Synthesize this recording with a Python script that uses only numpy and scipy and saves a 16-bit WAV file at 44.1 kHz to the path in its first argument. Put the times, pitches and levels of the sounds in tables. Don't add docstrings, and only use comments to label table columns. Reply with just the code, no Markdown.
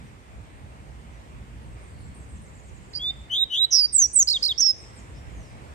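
import sys
import numpy as np
from scipy import signal
from scipy.fft import rfft, irfft, next_fast_len
from scipy.io import wavfile
from scipy.ndimage import uniform_filter1d, map_coordinates

SR = 44100
rng = np.random.default_rng(int(sys.argv[2]) if len(sys.argv) > 2 else 0)


def materialize(psi):
    bounded = np.clip(np.atleast_2d(psi).T, -1, 1)
    quanta = np.round(bounded * 32767).astype(np.int16)
    wavfile.write(sys.argv[1], SR, quanta)


N = 253134


def amp(db):
    return 10 ** (np.asarray(db) / 20)


def unit(x):
    return x / np.sqrt(np.mean(x ** 2) + 1e-20)


def along(points, hz):
    f, v = np.transpose(points)
    return np.interp(np.log(hz + 1), np.log(f), v)


def curves(rows, t):
    s, *cols = np.transpose(rows)
    return [np.interp(t, s, c) for c in cols]


def wobble(rate, n):
    points = rng.standard_normal(int(n * rate / SR) + 4)
    return map_coordinates(points, [np.arange(n) * rate / SR])


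def filtered(x, response):
    m = next_fast_len(N + SR // 2)
    return irfft(rfft(x, m) * response(np.fft.rfftfreq(m, 1 / SR)), m)[..., :N]


def add(track, s, sound):
    part = track[max(round(s * SR), 0):][:len(sound)]
    part += sound[:len(part)]


def note_times(length):
    return np.arange(max(int(length * SR), 16)) / SR


def gesture(rows):
    return curves(rows, np.arange(rows[0][0], rows[-1][0], 1 / SR))


def reflected(x, paths):
    return filtered(x, lambda hz: sum(amp(db) * np.exp(-2j * np.pi * hz * delay) for delay, db in paths))


def diffuse(x, decay):
    hz, t, z = signal.stft(rng.standard_normal((2, SR)), SR, nperseg=256)
    fading = z * amp(-60 * t / along(decay, hz)[:, None])
    tail = signal.istft(fading, SR, nperseg=256)[1]
    return signal.fftconvolve(np.atleast_2d(x), tail / np.linalg.norm(tail[0]), axes=1)[:, :N]


def patchy_noise(spectrum, patchy_db):
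    # (frequency [Hz], likeness [0-1])
    likeness = [(30, .55), (120, .62), (280, .8), (550, .48), (1100, .55), (2000, .3), (4000, .1),
                (10000, 0)]
    z = signal.stft(rng.standard_normal((2, N)), nperseg=512)[2]
    field = rng.standard_normal(z.shape[1:])
    field = uniform_filter1d(field, size=5, axis=0)
    field = uniform_filter1d(field, size=14, axis=1)
    pair = signal.istft(z * amp(patchy_db * unit(field)), nperseg=512)[1][:, :N]

    def shape(hz):
        turn = np.arccos(np.clip(along(likeness, hz), -1, 1)) / 2
        return amp(along(spectrum, hz)) * np.array([np.cos(turn), np.sin(turn)])

    mid, side = filtered(pair, shape)
    return unit(np.array([mid + side, mid - side]))


def traffic(lead=0.0003984):
    # (time [s], engine rumble level [dB], tyre noise level [dB])
    background_levels = [(0.0, -46.5, -55.5), (0.05, -43.5, -56), (0.25, -52.5, -57.5), (0.3, -45.5, -57),
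                         (1.28, -46.5, -56.5), (1.74, -41, -57.5), (1.8, -47, -55.5), (1.95, -42.5, -57.5),
                         (3.23, -47.5, -56.5), (3.74, -54.5, -60), (3.95, -50, -60), (3.98, -54.5, -60.5),
                         (4.33, -52, -58), (4.4, -49, -55.5), (4.68, -51.5, -61), (4.84, -47, -54.5),
                         (5.61, -44, -54.5), (5.74, -45.5, -53.5)]
    # (frequency [Hz], relative level per Hz [dB])
    rumble_spectrum = [(20, -36), (30, -17), (40, -19.5), (50, -1), (60, 4.5), (78, -2), (100, -5.5),
                       (125, -4.5), (160, -10.5), (220, -13.5), (315, -20.5), (420, -37), (700, -57.5)]
    # (frequency [Hz], relative level per Hz [dB])
    tyre_spectrum = [(150, -19), (300, -2), (500, -2), (800, -5), (1100, -6), (1450, -10), (2100, -9),
                     (2800, -14), (4000, -20.5), (6000, -24), (8500, -19.5), (10000, -31.5), (14000, -39.5),
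                     (15500, -55)]
    rumble_db, tyres_db = curves(background_levels, np.arange(N) / SR)
    rumble = amp(rumble_db + 2.0 + 0.99 * wobble(11, N)) * patchy_noise(rumble_spectrum, patchy_db=1.4)
    tyres = amp(tyres_db + 4.5) * patchy_noise(tyre_spectrum, patchy_db=1.18)

    def to_microphones(hz):
        left = amp(-.8) * np.exp(2j * np.pi * hz * lead)
        right = amp(.8) * np.ones(len(hz))
        return np.array([left, right])

    return filtered(rumble + tyres, to_microphones)


def syrinx(hz, loudness, rough, jitter_hz=22, hiss_db=-14, full_db=-20):
    # (frequency [Hz], level against the fundamental [dB])
    overtone_levels = [(6000, -19.5), (7500, -31.5), (9500, -30.5), (10800, -42.5), (12100, -34.5),
                       (13000, -39), (13900, -30.5), (14500, -52), (15200, -60.5)]
    n = len(hz)
    rasp_hz = 240 * rough * wobble(1500, n)
    flutter = 1 + .7 * rough * wobble(500, n)
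    hz = hz + jitter_hz * wobble(400, n) + rasp_hz
    phase = 2 * np.pi * np.cumsum(hz) / SR
    overtones = np.zeros(n)
    for k in range(2, 5):
        strength = amp(along(overtone_levels, k * hz) + 3 * wobble(150, n))
        audible = k * hz < SR / 2
        overtones += strength * audible * np.sin(k * phase)
    hiss_band = signal.butter(2, [5500, 9800], "band", fs=SR, output="sos")
    hiss = signal.sosfilt(hiss_band, rng.standard_normal(n))
    effort = (loudness / amp(full_db)) ** .5
    tone = np.sin(phase) + effort * overtones
    return loudness * (flutter * tone + effort * rough * amp(hiss_db) * hiss)


def chirp(length, start_hz, end_hz, db, rough):
    u = np.linspace(0, 1, max(int(length * SR), 16))
    swell = np.abs(np.sin(np.pi * u)) ** 0.6
    return syrinx(start_hz + (end_hz - start_hz) * u, amp(db) * swell, rough)


def far_birds():
    # (time [s], length [s], start pitch [Hz], end pitch [Hz], level [dB])
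    far_calls = [ (0.052, .07, 6440, 5230, -69), (1.12, 0.061, 6280, 5670, -67),
                 (1.228, 0.036, 7600, 8000, -71), (1.288, .035, 7500, 8000, -71),
                 (1.878, 0.26, 4600, 4130, -67.5), (2.202, 0.055, 6200, 6650, -65),
                 (3.132, .018, 7900, 7270, -62), (3.168, .012, 7800, 7000, -59.5),
                 (3.21, .014, 7650, 7030, -58), (4.786, 0.076, 9300, 6800, -57),
                 (4.887, 0.021, 8200, 7300, -58), (4.952, 0.058, 9340, 6200, -53),
                 (5.14, 0.065, 4920, 5760, -58.5), (5.291, 0.24, 7530, 4540, -63), ]
    track = twitter()
    for s, *shape in far_calls:
        add(track, s, chirp(*shape, rough=0.8))
    return track


def twitter(count=11, size=16):
    # (time [s], level [dB])
    twitter_levels = [(1.6, -70), (2.1, -61), (2.4, -63), (2.9, -68.5)]
    start_s, first_gap_s, gap_shrink = 1.615, .195, .9
    top_hz, sink_hz_per_s, note_fall_hz = 9360, 1000, 1312
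    note_share = 0.65
    flick_s, flick_spread_hz = 0.015, 660
    track = np.zeros(N)
    gaps = first_gap_s * gap_shrink ** np.arange(count)
    starts = start_s + np.cumsum(gaps) - gaps
    for s, gap, db in zip(starts, gaps, curves(twitter_levels, starts)[0]):
        for u, scatter in zip(np.linspace(0, 1, size), rng.standard_normal((size, 3))):
            hz = top_hz - sink_hz_per_s * (s - start_s) - note_fall_hz * u
            start_hz, end_hz = hz + flick_spread_hz * scatter[:2]
            flick = chirp(flick_s, start_hz, end_hz, db + 0.5 + 2.0 * scatter[2], rough=0.58)
            add(track, s + u * note_share * gap, flick)
    return track


def seedeater():
    # (time [s], length [s], start pitch [Hz], end pitch [Hz], level [dB], roughness [0 = clean])
    chips = [(2.931, .056, 4690, 4570, -37.5, 1.1), (2.949, 0.02, 4680, 4916, -24, 0.3),
             (2.966, 0.022, 4880, 4800, -26.5, 0.3), (4.577, 0.031, 5350, 6060, -21.5, 0.3),
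             (4.596, 0.018, 5800, 6480, -14, 0.25)]
    # (time [s], length [s], low pitch [Hz], high pitch [Hz],
    # middle of the climb after the start [s], climb time [s], level at the end [dB], trill depth [Hz])
    rises = [(2.986, 0.13, 3270, 3644, .05, .028, -21, 1.5),
             (3.296, 0.15, 3060, 3827, 0.073, .018, -14.5, 248.5),
             (3.498, 0.16, 3043, 3973, 0.087, .016, -14.5, 320)]
    # (time [s], pitch [Hz], level [dB], trill depth [Hz])
    trill = [(3.706, 6000, -31, 453), (3.727, 5550, -12.5, 498.5), (3.75, 5370, -11.5, 487),
             (3.773, 5024, -12.5, 430), (3.801, 4970, -11.5, 290.5), (3.823, 4715, -17, -1),
             (3.863, 4796, -14.5, 6)]
    # (time [s], pitch [Hz])
    slurs = [
        [(3.923, 9110), (3.953, 7970), (3.969, 7690), (3.989, 7210), (3.993, 6690), (4.007, 6380),
         (4.051, 5683), (4.066, 5800)],
        [(4.128, 9380), (4.162, 7980), (4.176, 8020), (4.2, 6760), (4.226, 6177), (4.236, 5500)],
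    ]
    # (time [s], level [dB])
    stutters = [(4.272, -15), (4.423, -16)]
    # (time [s], pitch [Hz])
    held = [(4.602, 5920), (4.618, 5590), (4.634, 5393), (4.67, 5450), (4.679, 5274), (4.718, 5173)]
    song = np.zeros(N)
    for s, *shape in chips:
        add(song, s, chirp(*shape))
    for s, *shape in rises:
        add(song, s, rise(*shape))
    add(song, trill[0][0], whistle(*gesture(trill), attack=.004, release=0.006))
    for rows in slurs:
        add(song, rows[0][0], slur(*gesture(rows)))
    for s, db in stutters:
        add(song, s, stutter(db))
    held_note = whistle(*gesture(held), db=-15.5, depth=0, attack=0.011, release=0.011)
    add(song, held[0][0], held_note)
    return song


def whistle(hz, db, depth, attack, release, trill_hz=150):
    n = len(hz)
    t = np.arange(n) / SR
    speed = trill_hz * (hz / 4200) ** 0.329 * (1 + 0.08 * wobble(60, n))
    swing = np.sin(2 * np.pi * np.cumsum(speed) / SR)
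    foot = (1 - swing) ** 2 / 4
    dip_db = 8 * np.tanh(depth / 250) * (hz / 4200) * foot * (1 + .4 * wobble(80, n))
    gate = np.clip(np.minimum(t / attack, (t[-1] - t) / release), 0, 1)
    loudness = gate * amp(db - dip_db + wobble(120, n) / 2)
    return syrinx(hz + depth * swing, loudness, rough=0.018 + 0.00017 * depth * (hz / 5500) ** 2)


def rise(length, low_hz, high_hz, middle, climb, db, depth):
    scoop_hz, scoop_s = 171, .016
    buzz_at_s, buzz_width_s = 0.065, 0.028
    swell_db_per_s = 53
    t = note_times(length)
    hz = low_hz + (high_hz - low_hz) / (1 + np.exp((middle - t) / climb))
    hz = hz - scoop_hz * np.exp(-t / scoop_s)
    buzz = depth * np.exp(-((t - buzz_at_s) / buzz_width_s) ** 2)
    return whistle(hz, db - swell_db_per_s * (length - t), buzz, attack=0.038, release=0.0099)


def slur(hz):
    # (pitch [Hz], width [Hz], dip [dB])
    breaks = [(7530, 150, 10.5), (6370, 37, 8.5)]
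    # (pitch [Hz], level [dB])
    slur_level = [(5550, -18.5), (5750, -15), (6100, -11.5), (7000, -11), (7950, -9.5), (8300, -22.5),
                  (9200, -30)]
    crack_hz_per_db = 19.5
    crack_db = sum(db * np.exp(-((hz - centre) / width) ** 2) for centre, width, db in breaks)
    level_db = along(slur_level, hz) - crack_db
    return whistle(hz, level_db, crack_hz_per_db * crack_db, attack=0.0088, release=0.0076)


def stutter(db):
    # (delay [s], length [s],
    # start pitch [Hz], end pitch [Hz], level against the stutter [dB], roughness [0 = clean])
    strokes = [(.001, .019, 4500, 5510, -0.5, 0.4), (.014, .012, 4180, 4470, -4, 0.4),
               (0.024, .016, 4430, 5320, 1.5, 0.37), (.037, .017, 4080, 4400, -2.5, .15),
               (0.052, 0.013, 4500, 5035, -3, 0.5)]
    drop_delay_s, drop_s, drop_hz, drop_fall_hz = .061, .046, 3844, 854
    call = np.zeros(SR // 4)
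    for delay, length, start_hz, end_hz, stroke_db, rough in strokes:
        add(call, delay, chirp(length, start_hz, end_hz, db + stroke_db, rough))
    hz = drop_hz - drop_fall_hz * (note_times(drop_s) / drop_s) ** 2.1
    add(call, drop_delay_s, whistle(hz, db - 4, depth=0, attack=0.0091, release=0.0091))
    return call


def two_microphones(x, lead=0.0003474):
    # (frequency [Hz], left minus right [dB])
    balance = [(3000, 5.5), (3500, -2), (3900, -9), (4800, -8.5), (5500, -12), (6500, -0.5), (8000, -12),
               (12000, -1)]

    def response(hz):
        ratio = amp(along(balance, hz))
        left = ratio * np.exp(2j * np.pi * hz * lead)
        return np.array([left, np.ones(len(hz))]) * 2 / (1 + ratio)

    return filtered(x, response)


def cage(song):
    # (delay [s], level [dB])
    roof_and_floor = [(.0007, -23.5), (.0031, -13)]
    # (frequency [Hz], time to fade by 60 dB [s])
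    bar_decay = [(3000, 0.14), (12000, 0.18)]
    direct = amp(-0.07) * two_microphones(song + reflected(song, roof_and_floor))
    return direct + amp(-22) * diffuse(direct, bar_decay)


def echoes(x, dull_hz=7500):
    # (delay [s], level [dB])
    walls = [(.074, -35.5), (0.11, -39), (0.158, -35.5)]
    # (frequency [Hz], time to fade by 60 dB [s])
    facade_decay = [(3000, 0.021), (12000, 0.061)]
    dulled = filtered(reflected(x, walls), lambda hz: 1 / (1 + (hz / dull_hz) ** 4))
    return diffuse(dulled, facade_decay)


def scene():
    # (frequency [Hz], time to fade by 60 dB [s])
    street_decay = [(2000, 0.43), (3800, 0.74), (5400, 0.7), (7000, 0.79), (8000, 0.68), (14000, 0.1)]
    song, far = seedeater(), far_birds()
    street = amp(-25) * diffuse(song, street_decay) + echoes(song)
    distant = amp(-.5) * far + amp(-5) * diffuse(far, street_decay)
    return traffic() + distant + cage(song) + street


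def record(dry):
    top_hz = 15000
    return filtered(dry, lambda hz: np.clip((top_hz - hz) / 700, 0, 1))


dry = scene()
out = record(dry)
materialize(out)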